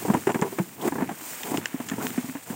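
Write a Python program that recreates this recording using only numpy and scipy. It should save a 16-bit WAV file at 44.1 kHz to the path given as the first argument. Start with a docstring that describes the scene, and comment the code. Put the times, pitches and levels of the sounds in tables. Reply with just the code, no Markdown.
"""An open field covered in dry leaves: a loaded cane cart is drawn over it, close by.
Litter: grain noise, hissing and crackling, over a low noise rumble. Load shifts: damped sine thuds with
bursts of crushed-leaf grains. Stalk snaps: short woody and bright noise bursts. Slow crushes: grain
clumps of changing level. Cane rasps: noise bursts, each round one resonance."""
import sys
import numpy as np
from scipy.fft import rfft, irfft, next_fast_len
from scipy.io import wavfile
from scipy.ndimage import uniform_filter1d, map_coordinates

SR = 44100
rng = np.random.default_rng(int(sys.argv[2]) if len(sys.argv) > 2 else 0)


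def to_wav(sig):
    """Store sig (one row per channel, or 1-D mono) as 16-bit WAV at the path in sys.argv[1].

    Samples outside -1..1 are clipped; the rate is SR.
    """
    pcm = np.clip(np.atleast_2d(sig), -1, 1) * 32767
    pcm = np.round(pcm).astype(np.int16)
    wavfile.write(sys.argv[1], SR, pcm.T)  # frames by channels


N = 112454

# Level curves. Each row: time in seconds, level in dB before the layer's gain and wobble.
HISS_LEVEL = [(0.0, -40.5), (0.44, -48.5), (0.6, -46), (0.68, -49), (0.79, -53), (0.82, -44), (0.88, -39.5),
              (0.9, -45), (1.06, -52.5), (1.26, -40), (1.58, -41.5), (1.61, -48), (1.67, -46), (1.7, -48.5),
              (2.01, -45.5), (2.035, -39), (2.15, -44), (2.31, -44.5), (2.34, -49.5), (2.43, -49),
              (2.52, -44), (2.55, -47)]  # leaf hiss, also drives the fizz
DRAG_LEVEL = [(0.0, -42.5), (0.26, -50), (0.37, -63), (0.45, -46), (0.77, -53.5), (0.86, -39), (0.9, -50),
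              (1.29, -45.5), (1.48, -42), (1.67, -45.5), (1.87, -48.5), (2.07, -42.5), (2.395, -47.5),
              (2.42, -53), (2.55, -47)]  # dragged litter, also drives the leaf ticks
RUMBLE_LEVEL = [(0, -50), (.16, -36), (.24, -51), (.38, -44.5), (.50, -48.5), (.64, -50), (.75, -54.5),
                (1.05, -39.5), (1.18, -57.5), (1.40, -61.5), (1.58, -38.5), (1.70, -58.5), (1.87, -46.5),
                (2.0, -40), (2.3, -50), (2.43, -65), (2.55, -39.5)]
# Spectra of the litter. Each row: frequency in Hz, relative level in dB.
HISS_SPECTRUM = [(2000, -1), (4000, -6), (5200, -4), (6300, -1.5), (7400, 3.5), (7900, 1), (8500, 3.5),
                 (9800, -3), (11500, -7.5), (13000, -6.5), (16000, -12)]
FIZZ_SPECTRUM = [(9000, -44), (11500, -10), (13000, -4), (14800, 4.5), (16000, 1.5)]
DRAG_SPECTRUM = [(60, -40), (250, 4.5), (500, -1), (900, 4.5), (1400, -3.5), (2200, -1), (3000, -4),
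                 (4000, -13.5), (6000, -26), (12000, -21)]
RUMBLE_SPECTRUM = [(20, -58), (55, -49), (90, 6), (160, 4), (250, 4), (330, 1.5), (430, -8), (600, -17),
                   (1200, -28.5)]
HISS_GAIN_DB, FIZZ_GAIN_DB, DRAG_GAIN_DB, TICKS_GAIN_DB, RUMBLE_GAIN_DB = 0.5, 1.5, -1.5, -7, 4.5
HISS_GRAINS_PER_S, DRAG_GRAINS_PER_S, TICKS_PER_S = 26000, 4000, 90
HISS_WOBBLE_DB, FIZZ_WOBBLE_DB, DRAG_WOBBLE_DB, RUMBLE_WOBBLE_DB = 1.32, 1, 1.4, 0.72

# Knocks of the shifting load. Each row: start in seconds, thud pitch in Hz, thud level in dB,
# thud T60 in seconds, crunch level in dB, crackle level in dB (levels before the common gains).
KNOCKS = [(.017, 350, -21.5, 0.034, -36, -61), (.049, 304, -30, 0.14, -28, -54),
          (0.081, 196, -22.5, 0.13, -26.5, -42), (.099, 211, -8, 0.046, -24, -38),
          (.135, 210, -24, 0.054, -26, -32), (.144, 208, -12.5, 0.047, -21, -38),
          (.168, 295, -19, 0.044, -40, -42), (0.2693, 387, -8, 0.04, -26.5, -30),
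          (.290, 356, -10, 0.035, -22.5, -34), (0.299, 228, -24, 0.047, -25, -33.5),
          (0.3437, 206, -25, 0.051, -26.5, -31), (0.355, 248, 0, 0.014, -29.5, -50),
          (0.39, 375, -31.5, 0.22, -35.5, -43.5), (.419, 210, -4, 0.02, -21, -30),
          (0.442, 389, -23, 0.11, -32.5, -60), (0.522, 393, -34.5, 0.16, -38, -54),
          (.584, 334.3, -24.5, 0.15, -27.5, -32.5), (0.595, 186, -14, 0.083, -32, -54),
          (0.851, 356, -14, 0.051, -48, -53), (0.875, 297, -3, 0.016, -38, -35.5),
          (0.9207, 290, -22.5, 0.046, -30.5, -45.5), (0.954, 215, -29.5, 0.12, -31, -50),
          (0.9824, 266, -35, 0.1, -29, -50), (1.005, 204, -29, 0.1, -30.5, -41),
          (1.021, 259, -14.5, 0.051, -30, -41), (1.09, 337, -29, 0.047, -49, -37.5),
          (1.109, 212, -24.5, 0.056, -35, -47), (1.215, 313, -37.5, 0.061, -59, -62),
          (1.513, 269, -16, 0.049, -39, -57), (1.541, 285, -15, 0.056, -30, -40),
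          (1.578, 290, -17.5, 0.035, -35.5, -46), (1.741, 265, -17, 0.051, -41.5, -53),
          (1.799, 248, -20, 0.046, -34, -40.5), (1.914, 265, -19.5, 0.055, -35, -41),
          (1.933, 255, -15, 0.027, -43, -41.5), (1.980, 232, -20, 0.047, -32.5, -47.5),
          (2.042, 254, -24, 0.094, -50, -43), (2.102, 241, -25, 0.065, -58, -55),
          (2.176, 251.6, -13.5, 0.068, -40, -36.5), (2.241, 242, -24.5, 0.063, -44, -58),
          (2.286, 258, -24.5, 0.089, -44, -53), (2.35, 278, -25, 0.078, -38.5, -43.5),
          (2.499, 230, -21, 0.062, -48.5, -43.5)]
# Partials of a thud. Each row: ratio to the pitch, relative level in dB.
THUD_MODES = [(0.662, -9.5), (1.002, 1), (1.6, -20.5)]
# Crushed-leaf spectra, dull and bright. Each row: frequency in Hz, relative level in dB.
CRUNCH_SPECTRUM = [(60, -42), (125, 0), (250, -2.5), (430, 2), (570, -10), (700, -3), (800, -6),
                   (950, -2.5), (1250, -18), (2000, -26), (4000, -72)]
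CRACKLE_SPECTRUM = [(500, -31), (1200, 1), (1700, 3), (2100, 0.5), (2750, -5.5), (3400, -13.5),
                    (4500, -25.5), (7500, -14), (10000, -20.5), (16000, -33)]
THUD_RISE_S, THUD_LAG_S, THUD_GAIN = 0.0036, .001, 1.53
CRUNCH_RISE_S, CRUNCH_T60_S, CRACKLE_T60_S = 0.0016, 0.081, 0.068
CRUNCH_GAIN_DB, CRACKLE_GAIN_DB, CRUNCH_GRAINS_PER_S = 6, 5.5, 4000

# Snapping stalks. Each row: start in seconds, woody crack level in dB, bright tick level in dB, T60 in seconds.
SNAPS = [(0.141, -49, -27, 0.013), (0.319, -21, -20.5, 0.0051), (0.4139, -24.5, -20, 0.0094),
         (1.4325, -26, -33, 0.026), (1.573, -13.5, -21, 0.0084), (1.6567, -11.5, -21.5, 0.012),
         (1.8863, -30, -30.5, 0.038), (1.8977, -22.5, -25, 0.013), (2.024, -31.5, -36, 0.016),
         (2.0677, -12, -21.5, 0.007), (2.104, -21, -23.5, 0.0058)]
# Snap spectra. Each row: frequency in Hz, relative level in dB.
CRACK_SPECTRUM = [(80, -11), (280, -7), (900, -12), (1750, 1), (2300, -6), (2900, -1.5), (3950, -10.5),
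                  (4450, -15), (5200, -10), (9000, -31), (16000, -50)]
TICK_SPECTRUM = [(2000, -50), (4300, -20), (5300, -8), (6400, -1), (7400, 10), (8500, -18), (16000, -24)]
SNAP_RISE_S = 0.00066

# Slow crushes. Each row: start in seconds, end in seconds, final level in dB before the stop,
# level change from start to end in dB.
CRUSHES = [(0.427, 0.487, -36.5, -2), (0.777, 0.823, -37, 7), (0.818, 0.891, -24, 9),
           (0.997, 1.04, -32.5, -1), (1.44, 1.564, -29.5, 10), (1.998, 2.07, -35.5, -2),
           (2.468, 2.547, -38, 8)]
CRUSH_RISE_S, CRUSH_STOP_S, CRUSH_GRAINS_PER_S = 0.0061, .002, 1800

# Canes slipping against each other. Each row: start in seconds, resonance in Hz, level in dB.
CLACKS = [(.811, 3260, -39), (0.9207, 1680, -37), (0.953, 1670, -35.5), (0.9817, 1680, -35),
          (1.018, 1700, -33), (1.09, 810, -25.5), (1.913, 1600, -32.5), (2.002, 1180, -34),
          (2.014, 1400, -35), (2.176, 670, -35)]
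CLACK_T60_S, CLACK_SKIRT_DB = 0.071, 48  # skirt: drop one octave either side

LOW_CUT_HZ, TOP_HZ = 130, 15830


def amp(db):
    """Decibels to gain."""
    return 10 ** (np.asarray(db) / 20)


def unit(x):
    """Scale to rms 1."""
    return x / np.sqrt(np.mean(x ** 2) + 1e-20)


def curve(rows):
    """One value per sample from (seconds, value) rows."""
    return np.interp(np.arange(N) / SR, *np.transpose(rows))


def wobble(knots_per_s):
    """Smooth random curve through normal knots."""
    knots = rng.standard_normal(int(N * knots_per_s / SR) + 4)
    return map_coordinates(knots, [np.arange(N) * knots_per_s / SR])


def colour(x, points):
    """Shape by (Hz, dB) points on a log-frequency axis; rms 1."""
    point_hz, point_db = np.transpose(points)
    hz = np.fft.rfftfreq(len(x), 1 / SR)
    gain = amp(np.interp(np.log(hz + 1), np.log(point_hz + 1), point_db))
    return unit(irfft(rfft(x) * gain, len(x)))


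def grains(size, per_s):
    """Tiny fractures at random moments with random strengths; at SR per second, white noise."""
    return rng.standard_normal(size) * (rng.random(size) < per_s / SR)


def strike(t, rise_s, t60_s):
    """Quick rise times exponential decay."""
    return (1 - np.exp(-(t / rise_s) ** 2)) * amp(-60 * t / t60_s)


def burst(spectrum, envelope, per_s):
    """Clump of fractures, evened over 4 ms, with the energy of its envelope."""
    x = colour(grains(len(envelope), per_s), spectrum)
    local_power = np.abs(uniform_filter1d(x ** 2, size=SR // 250))
    x = x * envelope / np.sqrt(local_power + .1)
    return x * np.linalg.norm(envelope) / (np.linalg.norm(x) + 1e-12)


def add(out, start_s, x):
    """Mix x into out at a time, cut at the end of out."""
    part = out[max(round(start_s * SR), 0):][:len(x)]
    part += x[:len(part)]


def litter():
    """Dragged leaves: dense hiss, fine fizz, coarser rustle, single leaves breaking, low rumble."""
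    hiss_db = curve(HISS_LEVEL) + HISS_WOBBLE_DB * wobble(90)
    fizz_db = hiss_db + FIZZ_GAIN_DB + FIZZ_WOBBLE_DB * wobble(18)
    drag_db = curve(DRAG_LEVEL) + DRAG_GAIN_DB + DRAG_WOBBLE_DB * wobble(90)
    ticks_db = curve(DRAG_LEVEL) + TICKS_GAIN_DB
    rumble_db = curve(RUMBLE_LEVEL) + RUMBLE_GAIN_DB + RUMBLE_WOBBLE_DB * wobble(39.74)
    hiss = colour(grains(N, HISS_GRAINS_PER_S), HISS_SPECTRUM) * amp(hiss_db + HISS_GAIN_DB)
    fizz = colour(grains(N, HISS_GRAINS_PER_S), FIZZ_SPECTRUM) * amp(fizz_db)
    drag = colour(grains(N, DRAG_GRAINS_PER_S), DRAG_SPECTRUM) * amp(drag_db)
    ticks = colour(grains(N, TICKS_PER_S), CRACKLE_SPECTRUM) * amp(ticks_db)
    rumble = colour(rng.standard_normal(N), RUMBLE_SPECTRUM) * amp(rumble_db)
    return hiss + fizz + drag + ticks + rumble


def knocks():
    """Each load shift: a thud of damped modes, a dull leaf crunch and a brighter crackle."""
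    out, t = np.zeros(N), np.arange(SR // 6) / SR
    crunch_envelope = strike(t, CRUNCH_RISE_S, CRUNCH_T60_S)
    crackle_envelope = strike(t, CRUNCH_RISE_S, CRACKLE_T60_S)
    for start_s, hz, thud_db, t60_s, crunch_db, crackle_db in KNOCKS:
        # each mode starts at a random phase
        ring = sum(amp(db) * np.sin(2 * np.pi * (hz * ratio * t + rng.random())) for ratio, db in THUD_MODES)
        thud = amp(thud_db) * THUD_GAIN * ring * strike(t, THUD_RISE_S, t60_s)
        crunch = burst(CRUNCH_SPECTRUM, crunch_envelope, CRUNCH_GRAINS_PER_S)
        crackle = burst(CRACKLE_SPECTRUM, crackle_envelope, CRUNCH_GRAINS_PER_S)
        add(out, start_s + THUD_LAG_S, thud)
        add(out, start_s, amp(crunch_db + CRUNCH_GAIN_DB) * crunch)
        add(out, start_s, amp(crackle_db + CRACKLE_GAIN_DB) * crackle)
    return out


def snaps():
    """A dry stalk breaks: woody crack and bright tick under one fast-decaying envelope."""
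    out, t = np.zeros(N), np.arange(SR // 20) / SR
    for start_s, crack_db, tick_db, t60_s in SNAPS:
        envelope = strike(t, SNAP_RISE_S, t60_s)
        crack = amp(crack_db) * burst(CRACK_SPECTRUM, envelope, SR)
        tick = amp(tick_db) * burst(TICK_SPECTRUM, envelope, SR)
        add(out, start_s, crack + tick)
    return out


def crushes():
    """A weight rolls onto the leaves: crunching grows or eases steadily in dB, then stops."""
    out = np.zeros(N)
    for start_s, end_s, final_db, change_db in CRUSHES:
        t = np.arange(max(round((end_s - start_s) * SR), 256)) / SR
        edges = np.minimum(1, np.minimum(t / CRUSH_RISE_S, (t[-1] - t) / CRUSH_STOP_S))
        level_db = final_db + change_db * (t / t[-1] - 1)
        add(out, start_s, burst(CRUNCH_SPECTRUM, edges * amp(level_db), CRUSH_GRAINS_PER_S))
    return out


def clacks():
    """Canes slip against each other; each rasps briefly at its own resonance."""
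    out, t = np.zeros(N), np.arange(SR // 10) / SR
    envelope = strike(t, CRUNCH_RISE_S, CLACK_T60_S)
    for start_s, hz, db in CLACKS:
        resonance = [(hz / 2, -CLACK_SKIRT_DB), (hz, 0), (hz * 2, -CLACK_SKIRT_DB)]
        add(out, start_s, amp(db) * burst(resonance, envelope, SR))
    return out


def scene():
    """Sum of all sources, one channel; open air, no echo."""
    return (litter() + knocks() + snaps() + crushes() + clacks())[None]


def record(dry):
    """Second-order low cut and a sharp upper band limit."""
    padded = next_fast_len(N + SR // 4)
    hz = np.fft.rfftfreq(padded, 1 / SR)
    low_cut = (hz / LOW_CUT_HZ) ** 2 / np.sqrt(1 + (hz / LOW_CUT_HZ) ** 4)
    return irfft(rfft(dry, padded) * low_cut * (hz < TOP_HZ), padded)[..., :N]


dry = scene()
out = record(dry)
to_wav(out)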